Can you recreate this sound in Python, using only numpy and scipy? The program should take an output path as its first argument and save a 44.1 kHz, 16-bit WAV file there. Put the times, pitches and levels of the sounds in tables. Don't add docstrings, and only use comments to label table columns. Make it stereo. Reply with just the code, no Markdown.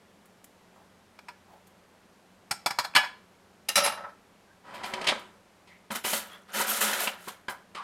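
import sys
import numpy as np
from scipy import signal
from scipy.fft import rfft, irfft, next_fast_len
from scipy.io import wavfile

SR = 44100
rng = np.random.default_rng(int(sys.argv[2]) if len(sys.argv) > 2 else 0)


def store_wav(level_fs):
    pcm = np.round(np.clip(np.atleast_2d(level_fs), -1, 1) * 32767)
    wavfile.write(sys.argv[1], SR, pcm.T.astype(np.int16))


N = 345303
TIME = np.arange(N) / SR
SIZE = next_fast_len(N + SR, real=True)
FREQS = np.maximum(np.arange(SIZE // 2 + 1) * SR / SIZE, 1)
SIDES = np.array([[1], [-1]])

# (low edge [Hz], high edge [Hz])
ZONES = [(400, 2000), (120, 400), (2000, 6000), (6000, 15000)]
# (frequency [Hz], side against mid [dB])
WIDTH = [(60, -9.5), (110, -21.5), (200, -20), (380, -13), (700, -14.5), (1290, -7.5), (2380, -5),
         (4400, -1), (8120, -0.5), (15000, 0)]
# (frequency [Hz], width [Hz], relative lift [dB])
DRAWER_BODY = [(222, 47, 7.4), (376, 22, 8.6), (559.4, 48, 9.3), (768, 46, 8.1), (971, 95, 11.9),
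               (1270, 170, 5.7), (1990, 80, 5), (3054, 52, 8.6), (4020, 100, 3.3)]
# (frequency [Hz], relative level [dB])
FOIL_COLOUR = [(60, -53), (120, -23), (210, 5), (320, -4), (600, -3.5), (1100, -8.5), (1400, 1),
               (2200, -5.5), (3200, -6.5), (5500, -10.5), (11500, -9), (14000, -13), (15800, -24)]


def from_db(db):
    return 10 ** (np.asarray(db) / 20)


def rms_one(x):
    return x / np.sqrt(np.mean(x ** 2) + 1e-20)


def at_hz(points, hz=FREQS):
    table = np.array(points)
    return np.interp(np.log(hz), np.log(table[:, 0]), table[:, 1])


def die_away(age, t60):
    return np.exp(-np.log(1000) * age / t60)


def drift(rate):
    knots = rng.standard_normal(N // 10)
    return rms_one(np.interp(TIME * rate, np.arange(len(knots)), knots))


def grain(rate, rough_db):
    wander = np.clip(drift(rate), -2.5, 2.5)
    return rms_one(from_db(rough_db * wander))


def stereo_spectrum(gain, width):
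    mid, side = rfft(rng.standard_normal((2, SIZE))) * gain
    return mid + side * from_db(at_hz(width)) * SIDES


def air_noise(colour, width):
    noise = irfft(stereo_spectrum(from_db(at_hz(colour)), width), SIZE)[:, :N]
    return noise / noise.mean(0).std()


def resonant_noise(hz, width, size):
    band = signal.butter(2, [hz - width / 2, hz + width / 2], "band", fs=SR, output="sos")
    noise = signal.sosfilt(band, rng.standard_normal((2, SR // 2)))
    mid, side = (rms_one(x[-size:]) for x in noise)
    return mid + side * from_db(at_hz(WIDTH, hz)) * SIDES


def zone_gains(db, hardness, tone):
    return from_db([db] + [db + offset + share * hardness for offset, share in tone])


def blows(rows, tone, fall_scale):
    power = np.zeros((len(ZONES), N))
    for start, middle, hardness, rise, fall, *_ in rows:
        span = slice(int(start * SR), int(start * SR) + SR // 2)
        age, rise = TIME[span] - start, max(rise, 1e-4)
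        zone_t60 = fall * np.array(fall_scale)[:, None]
        shape = np.clip(age / rise, 0, 1) * die_away(np.maximum(age - rise, 0), zone_t60)
        power[:, span] += (shape * zone_gains(middle, hardness, tone)[:, None]) ** 2
    return np.sqrt(power)


def strokes(rows, tone, attack_s, release_t60):
    power = np.zeros((len(ZONES), N))
    for start, length, db, swell, hardness in rows:
        span = slice(int(start * SR), int((start + length) * SR) + SR // 2)
        age = TIME[span] - start
        shape = np.clip(age / attack_s, 0, 1) * from_db(swell * np.minimum(age, length))
        shape = shape * die_away(np.maximum(age - length, 0), np.array(release_t60)[:, None])
        power[:, span] += (shape * zone_gains(db, hardness, tone)[:, None]) ** 2
    return np.sqrt(power)


def vibrate(colour, body, drive, ripple_db):
    lift = sum(db / (1 + (2 * (FREQS - hz) / width) ** 2) for hz, width, db in body)
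    comb = np.interp(FREQS, np.linspace(0, SR / 2, 300), rng.standard_normal(300))
    lift = lift + ripple_db * comb * np.clip(FREQS / 5000, 0, 1)
    spectrum = stereo_spectrum(from_db(at_hz(colour) + lift), WIDTH)
    out = 0
    for (low, high), gain in zip(ZONES, drive):
        above = 1 / (1 + (low / FREQS) ** 12) if low > 120 else 1
        below = 1 / (1 + (FREQS / high) ** 12) if high < 15000 else 1
        zone = irfft(spectrum * above * below, SIZE)[:, :N]
        out = out + gain * zone / zone.mean(0).std()
    return out


def notes(rows, damping, hardness_share):
    out = np.zeros((2, N))
    for start, middle, hardness, rise, fall, hz, *_ in rows:
        span = slice(int(start * SR), int(start * SR) + SR // 4)
        age = TIME[span] - start
        shape = np.clip(age / max(rise, 1e-4), 0, 1) * die_away(np.maximum(age - rise, 0), fall)
        strength = from_db(middle + hardness_share * hardness)
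        out[:, span] += strength * shape * resonant_noise(hz, min(damping, 1) * hz, len(age))
    return out


def ring(rows, modes, spread_db, side, flutter_db):
    out = np.zeros((2, N))
    for hz, mode_db, t60 in modes:
        power, phase = np.zeros(N), 2 * np.pi * rng.random((2, 1))
        for start, middle, _, rise, *_, ring_db in rows:
            span = slice(int(start * SR), int(start * SR) + SR * 3 // 4)
            age = TIME[span] - start
            strength = from_db(middle + ring_db + mode_db + rng.normal(0, spread_db))
            shape = np.clip(age / max(rise, 1e-4), 0, 1) * die_away(age, t60)
            power[span] += (strength * shape) ** 2
        live = np.flatnonzero(power)
        wobble, slip = drift(70)[live], drift(45)[live]
        mid, wide = np.sin(2 * np.pi * hz * TIME[live] + phase + 0.25 * slip)
        out[:, live] += np.sqrt(power[live]) * from_db(flutter_db * wobble) * (mid + side * wide * SIDES)
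    return out


def appliance():
    # (frequency [Hz], relative level [dB])
    air_colour = [(20, -23), (60, -19), (90, -12), (145, -14.5), (195, -7.5), (290, -12), (570, -11.5),
                  (900, -14), (1650, -18.5), (4000, -26.5), (8000, -31.5), (13000, -36), (14500, -46),
                  (15800, -49)]
    # (frequency [Hz], side against mid [dB])
    air_width = [(60, -11.5), (110, -11.5), (200, -10), (380, -8), (700, -7.5), (1290, -1.5), (2380, -0.5),
                 (4400, 0.5), (8120, -1), (15000, -1.5)]
    # (frequency [Hz], rms level [dB])
    motor_lines = [(59.5, -87), (90.5, -76.5), (182, -70), (204, -73), (385, -77)]
    hum = 0
    for hz, db in motor_lines:
        tone = np.sqrt(2) * np.sin(2 * np.pi * hz * TIME + 0.7 * drift(18.0))
        hum = hum + from_db(db) * grain(9.9, rough_db=2.0) * tone
    return from_db(-60.14) * air_noise(air_colour, air_width) + hum


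def crinkles(per_s, cycles, spread_db, count):
    out = np.zeros((2, N))
    for hz in np.geomspace(700, 13500, count):
        draws = rng.random((max(int(per_s * N / SR / count), 1), 4))
        size = from_db(spread_db * np.minimum(-np.log(1 - draws[:, 1]), 3)) * np.sign(draws[:, 2] - 0.5)
        at = (draws[:, 0] * (N - 8)).astype(int)
        clicks = np.zeros((2, N))
        clicks[0, at + 3] = size
        clicks[1, at + (draws[:, 3] * 8).astype(int)] = size
        radius, angle = from_db(-60 * hz / (cycles * SR)), 2 * np.pi * hz / SR
        resonator = [1, -2 * radius * np.cos(angle), radius * radius]
        facet = signal.lfilter([1, 0, -1], resonator, clicks + 1e-18)
        out += rms_one(facet) * from_db(at_hz(FOIL_COLOUR, hz)) * hz ** 0.4
    return rms_one(out)


def foil():
    # (level against the middle [dB], gain per dB of hardness [dB])
    foil_tone = [(-13.5, 0.38), (-.5, 0.37), (1, 1)]
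    # (start [s], length [s], relative level [dB], swell [dB per s], hardness [dB])
    crumples = [(6.035, .13, -36, 1, 5.5), (6.24, 0.11, -51.5, -1, -11.5), (6.475, 0.061, -48, 24, -15.5),
                (6.527, .088, -35, 75, -1), (6.66, 0.12, -34, -10, 4), (6.805, 0.18, -26.5, -47, -1.5),
                (6.985, 0.059, -31, -32, 1), (7.17, 0.13, -59.5, 74, -0.5)]
    # (time [s], relative level [dB], hardness [dB], rise [s], fall by 60 dB [s])
    folds = [(0.255, -76, 16.5, .002, .06), (0.442, -66, 17.5, 0.0016, 0.04), (1.668, -72, 11, .004, .07),
             (4.735, -61.5, 1, .014, 0.18), (4.84, -51, -2, 0.019, 0.29), (5.19, -59, 1, 0.0044, .1),
             (5.908, -46, 5, 0.011, .17), (5.946, -33.5, -2, .012, 0.11),
             (6.128, -30.5, -1.5, 0.0084, 0.12), (6.804, -35, 9, .008, 0.28),
             (6.928, -30.5, -6.5, 0.0063, .08), (7.276, -42, -0.5, 0.0093, 0.09),
             (7.492, -47.5, 3, 0.0061, 0.12)]
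    rustle = strokes(crumples, foil_tone, attack_s=0.022, release_t60=[0.45, 0.33, 0.27, 0.21])
    ticks = blows(folds, foil_tone, fall_scale=[1.0, 1.0, 1.0, 1.0])
    drive = np.hypot(from_db(-4.0) * rustle, ticks)
    clumps = grain(400, rough_db=0.3) * np.array([grain(110, rough_db=0.84) for zone in ZONES])
    counter = [(hz, width, 0.86 * db) for hz, width, db in DRAWER_BODY]
    creases = vibrate(FOIL_COLOUR, counter, drive * clumps, ripple_db=1.5)
    strength = np.linalg.norm(drive, axis=0)
    snaps = strength * crinkles(per_s=550, cycles=30, spread_db=5.0, count=30)
    return creases + from_db(-6.0) * snaps


def meat():
    # (frequency [Hz], relative level [dB])
    meat_colour = [(100, -25), (350, 0), (850, 9.5), (1400, -8), (4000, -20), (15000, -26)]
    # (centre [s], level [dB])
    tears = [(.775, -58), (1.53, -54.5)]
    half_s = 0.054
    pulls = sum(from_db(db) * np.exp(-((TIME - centre) / half_s) ** 2) for centre, db in tears)
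    return pulls * grain(150, rough_db=2.5) * air_noise(meat_colour, WIDTH)


def pan():
    # (level against the middle [dB], gain per dB of hardness [dB])
    pan_tone = [(-22, 1.4), (-2, 0.8), (-8, 1.5)]
    # (time [s], relative level [dB], hardness [dB], rise [s],
    # basic fall by 60 dB [s], note [Hz], relative ring level [dB])
    pan_blows = [(1.188, -45, -2.5, .003, 0.035, 2420, -24), (1.284, -39.5, -5, .001, .08, 2465, -16),
                 (2.509, -27, 3.5, .005, 0.052, 790, -29), (2.523, -42.5, 3, .003, 0.037, 1700, -26),
                 (2.66, -21, 2.5, .002, 0.06, 770, -17.5), (2.704, -29.5, -0.5, .006, 0.058, 825, -23.5),
                 (2.786, -21.5, 0, .002, 0.078, 1020, -26), (2.836, -33.5, -0.5, 0.016, 0.055, 780, -14.5),
                 (2.935, -45.5, -13.5, .004, 0.077, 2500, -16.5), (2.949, -18, 0, .007, 0.02, 3100, -20),
                 (2.959, -11.5, -2.5, .004, 0.087, 2940, -.5), (3.022, -33.5, -7, 0.021, 0.14, 1750, -5)]
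    # (frequency [Hz], relative level [dB], fall by 60 dB [s])
    pan_modes = [(764, -11, .26), (846, -11, .22), (1017, -13, .33), (1558, -10, .18), (1707, -3, .3),
                 (2270, -11, .28), (2484, -11, .24), (2955, -9, .2), (3358, -12, .26), (3820, -19, .27),
                 (4291, -17, .31), (8409, -24, .18)]
    # (frequency [Hz], width [Hz], lift [dB])
    pan_body = [(590, 70, 10), (766, 60, 5.5), (965, 70, 14), (1360, 50, 2.5), (1730, 60, 0.5),
                (2265, 60, 5), (2314, 130, 1.5), (3130, 41, -8), (3430, 32, 9), (4730, 480, 8)]
    # (frequency [Hz], relative level [dB])
    pan_colour = [(60, -30.5), (150, -17.5), (450, -19), (700, -7.5), (1500, 1.5), (4000, -7), (6000, -13),
                  (12500, -21.5), (15500, -39)]
    drive = blows(pan_blows, pan_tone, fall_scale=[1.12, 1.3, 1.0, 1.04]) * grain(900, rough_db=1.3)
    clacks = vibrate(pan_colour, pan_body, drive, ripple_db=7.5)
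    ringing = ring(pan_blows, pan_modes, spread_db=0.5, side=0.4, flutter_db=2.2)
    pitches = notes(pan_blows, damping=0.16, hardness_share=-0.1)
    return from_db(-0.6) * clacks + from_db(-5) * ringing + from_db(-4) * pitches


def knife():
    # (level against the middle [dB], gain per dB of hardness [dB])
    knife_tone = [(-19, 0.2), (-1.5, 0.55), (-6, 0.96)]
    # (time [s], relative level [dB], hardness [dB],
    # rise [s], basic fall by 60 dB [s], note [Hz], relative ring level [dB])
    knife_blows = [(3.685, -31.5, 14.5, 0.0054, .09, 2812, -7), (3.747, -59, 8, .002, .08, 5800, -11),
                   (3.756, -23.5, 8, 0.0011, 0.23, 5600, 0), (3.772, -23, 3.5, 0.0038, .18, 575, -9),
                   (3.832, -26, 1.5, 0.0174, 0.13, 10850, 0.5), (3.858, -23, -1.5, 0.007, 0.16, 868, -17),
                   (3.92, -32, -10, 0.0048, 0.11, 578, -22), (3.972, -35, -26, 0.0033, 0.25, 1010, -35),
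                   (4.03, -34, -38, 0.019, 0.1, 1310, -39), (4.085, -45, -26, 0.0089, 0.1, 940, -30)]
    # (frequency [Hz], relative level [dB], fall by 60 dB [s])
    knife_modes = [(1828, -3, .25), (2332, -8, .27), (2812, 0, .22), (3956, -1, .28), (5001, -6, .24),
                   (5512, -7.5, .2), (6218, -8, .22), (7574, -9, .24), (8670, -5, .24), (9572, -9.5, .22),
                   (10771, 1, .2), (11400, -9, .2), (12712, -8, .24)]
    # (frequency [Hz], width [Hz], lift [dB])
    board_body = [(190.3, 93, 3.2), (568, 38, 8.7), (860, 140, 4.5), (1307, 90, 13), (1830, 60, 5),
                  (2930, 110, 2.2), (4000, 130, 8.6), (5600, 1200, 2), (10300, 230, 9)]
    # (frequency [Hz], relative level [dB])
    board_colour = [(60, -31), (180, -3), (400, -7), (600, 4.5), (1500, 2.5), (5500, -8.5), (8000, -12),
                    (11000, -15), (15500, -26)]
    drive = blows(knife_blows, knife_tone, fall_scale=[1.41, 1.3, 1.1, 0.58]) * grain(500, rough_db=1.5)
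    buzz = vibrate(board_colour, board_body, drive, ripple_db=4.0)
    ringing = ring(knife_blows, knife_modes, spread_db=0.0, side=0.78, flutter_db=4.0)
    pitches = notes(knife_blows, damping=0.05, hardness_share=0.44)
    return from_db(-2.5) * buzz + from_db(-4.0) * ringing + from_db(-3.5) * pitches


def squeaks_and_scrapes():
    # (centre [s], length [s], frequency [Hz], width [Hz], level [dB])
    rubs = [(4.513, .079, 1605, 130, -63), (5.729, .11, 2080, 350, -57.5), (6.335, .08, 3340, 200, -52),
            (6.338, .097, 1510, 900, -52), (6.703, .031, 12200, 1380, -29), (7.795, .11, 1130, 450, -39)]
    out = np.zeros((2, N))
    for centre, length, hz, width, db in rubs:
        span = np.flatnonzero(np.abs(TIME - centre) < length / 2)
        swell = from_db(db) * np.cos(np.pi * (TIME[span] - centre) / length)
        out[:, span] += swell * resonant_noise(hz, width, len(span))
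    return out


def drawer():
    # (level against the middle [dB], gain per dB of hardness [dB])
    drawer_tone = [(-9.5, 0.069), (0.5, 1), (-12, 1)]
    # (start [s], length [s], relative level [dB], swell [dB per s], hardness [dB])
    slides = [(4.63, 0.47, -44.5, 27, -11.5)]
    # (time [s], relative level [dB], hardness [dB], rise [s],
    # basic fall by 60 dB [s], note [Hz])
    knocks = [(4.735, -44.5, 1, .012, 0.23, 610), (4.83, -35.5, 2.5, .012, 0.15, 770),
              (4.935, -32.5, 4.5, 0.004, .065, 580), (5.012, -36, 3, 0.0041, 0.075, 610),
              (5.04, -39, 7, 0.0052, .08, 3140), (5.067, -30, 11, 0.0056, .13, 588),
              (5.08, -22, 3, .009, .1, 3560), (5.116, -23, -21, 0.01, 0.032, 570),
              (5.671, -60, 4, .004, .4, 2060), (5.903, -29, -7, 0.0049, .19, 220),
              (5.95, -38, -11, 0.0055, .12, 215), (6.04, -32.5, 1.5, 0.0091, 0.14, 3050),
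              (6.128, -31.5, -3, 0.0042, 0.077, 584), (6.597, -24.5, -29, 0.0056, .11, 960),
              (7.07, -24.5, -1, .005, .085, 3000), (7.272, -34.5, -18, 0.0057, .09, 1010),
              (7.482, -27.5, -6, .002, .08, 1517), (7.493, -34, -14, 0.0052, 0.17, 980),
              (7.747, -41, 1.5, 0.0034, 0.31, 1190)]
    # (frequency [Hz], relative level [dB])
    drawer_colour = [(40, -26), (100, -20), (180, -14), (300, -14.5), (600, 2.5), (1000, 2.5), (2000, 2),
                     (3200, -4), (5000, -9.5), (6200, -18.5), (8000, -16.5), (12000, -30.5), (15000, -56)]
    judder = grain(250, rough_db=1.0) * np.array([grain(90, rough_db=0.1) for zone in ZONES])
    sliding = strokes(slides, drawer_tone, attack_s=0.05, release_t60=[0.52, 0.62, 0.36, 0.8]) * judder
    bumps = blows(knocks, drawer_tone, fall_scale=[1.21, 0.48, 1.03, 0.86]) * grain(700, rough_db=-1.5)
    drive = np.hypot(from_db(-5) * sliding, from_db(-3.5) * bumps)
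    wood = vibrate(drawer_colour, DRAWER_BODY, drive, ripple_db=3.0)
    return wood + from_db(-3.5) * notes(knocks, damping=0.19, hardness_share=0.23)


def kitchen(x, delay, build):
    # (frequency [Hz], fall by 60 dB [s])
    room_t60 = [(150, .42), (600, .36), (2000, 0.39), (6000, 0.29), (14000, 0.21)]
    age = TIME[:SR * 3 // 4]
    edges = np.geomspace(80, 16000, 9)
    response = 0
    for low, high in zip(edges, edges[1:]):
        hz = np.sqrt(low * high)
        band = signal.butter(2, [low, high], "band", fs=SR, output="sos")
        mid, side = signal.sosfilt(band, rng.standard_normal((2, len(age))))
        shape = np.clip((age - delay) / build, 0, 1) * die_away(age, at_hz(room_t60, hz))
        echo = mid + side * from_db(at_hz(WIDTH, hz)) * SIDES
        response = response + echo * shape / np.linalg.norm(shape)
    return irfft(rfft(x.mean(0), SIZE) * rfft(response, SIZE), SIZE)[:, :N]


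def scene():
    # (frequency [Hz], left minus right [dB])
    balance = [(60, 2.5), (110, -0.5), (200, 1.5), (380, 1), (700, 0.5), (1290, 1), (2380, 0.5), (4400, 1),
               (8120, 0.5), (15000, 4)]
    background = appliance()
    counter = foil() + meat() + squeaks_and_scrapes() + drawer()
    cutlery = pan() + knife()
    echoes = kitchen(from_db(-14) * cutlery + from_db(-12) * counter, delay=0.005, build=0.0077)
    lean = from_db(at_hz(balance) / 2 * SIDES)
    handling = irfft(rfft(cutlery + counter + echoes, SIZE) * lean, SIZE)[:, :N]
    return handling + background


def record(dry):
    top, cutoff_hz = 0.94, 15900
    rounded = top * np.tanh(dry / top)
    return signal.sosfilt(signal.ellip(10, 0.2, 80, cutoff_hz, fs=SR, output="sos"), rounded)


dry = scene()
out = record(dry)
store_wav(out)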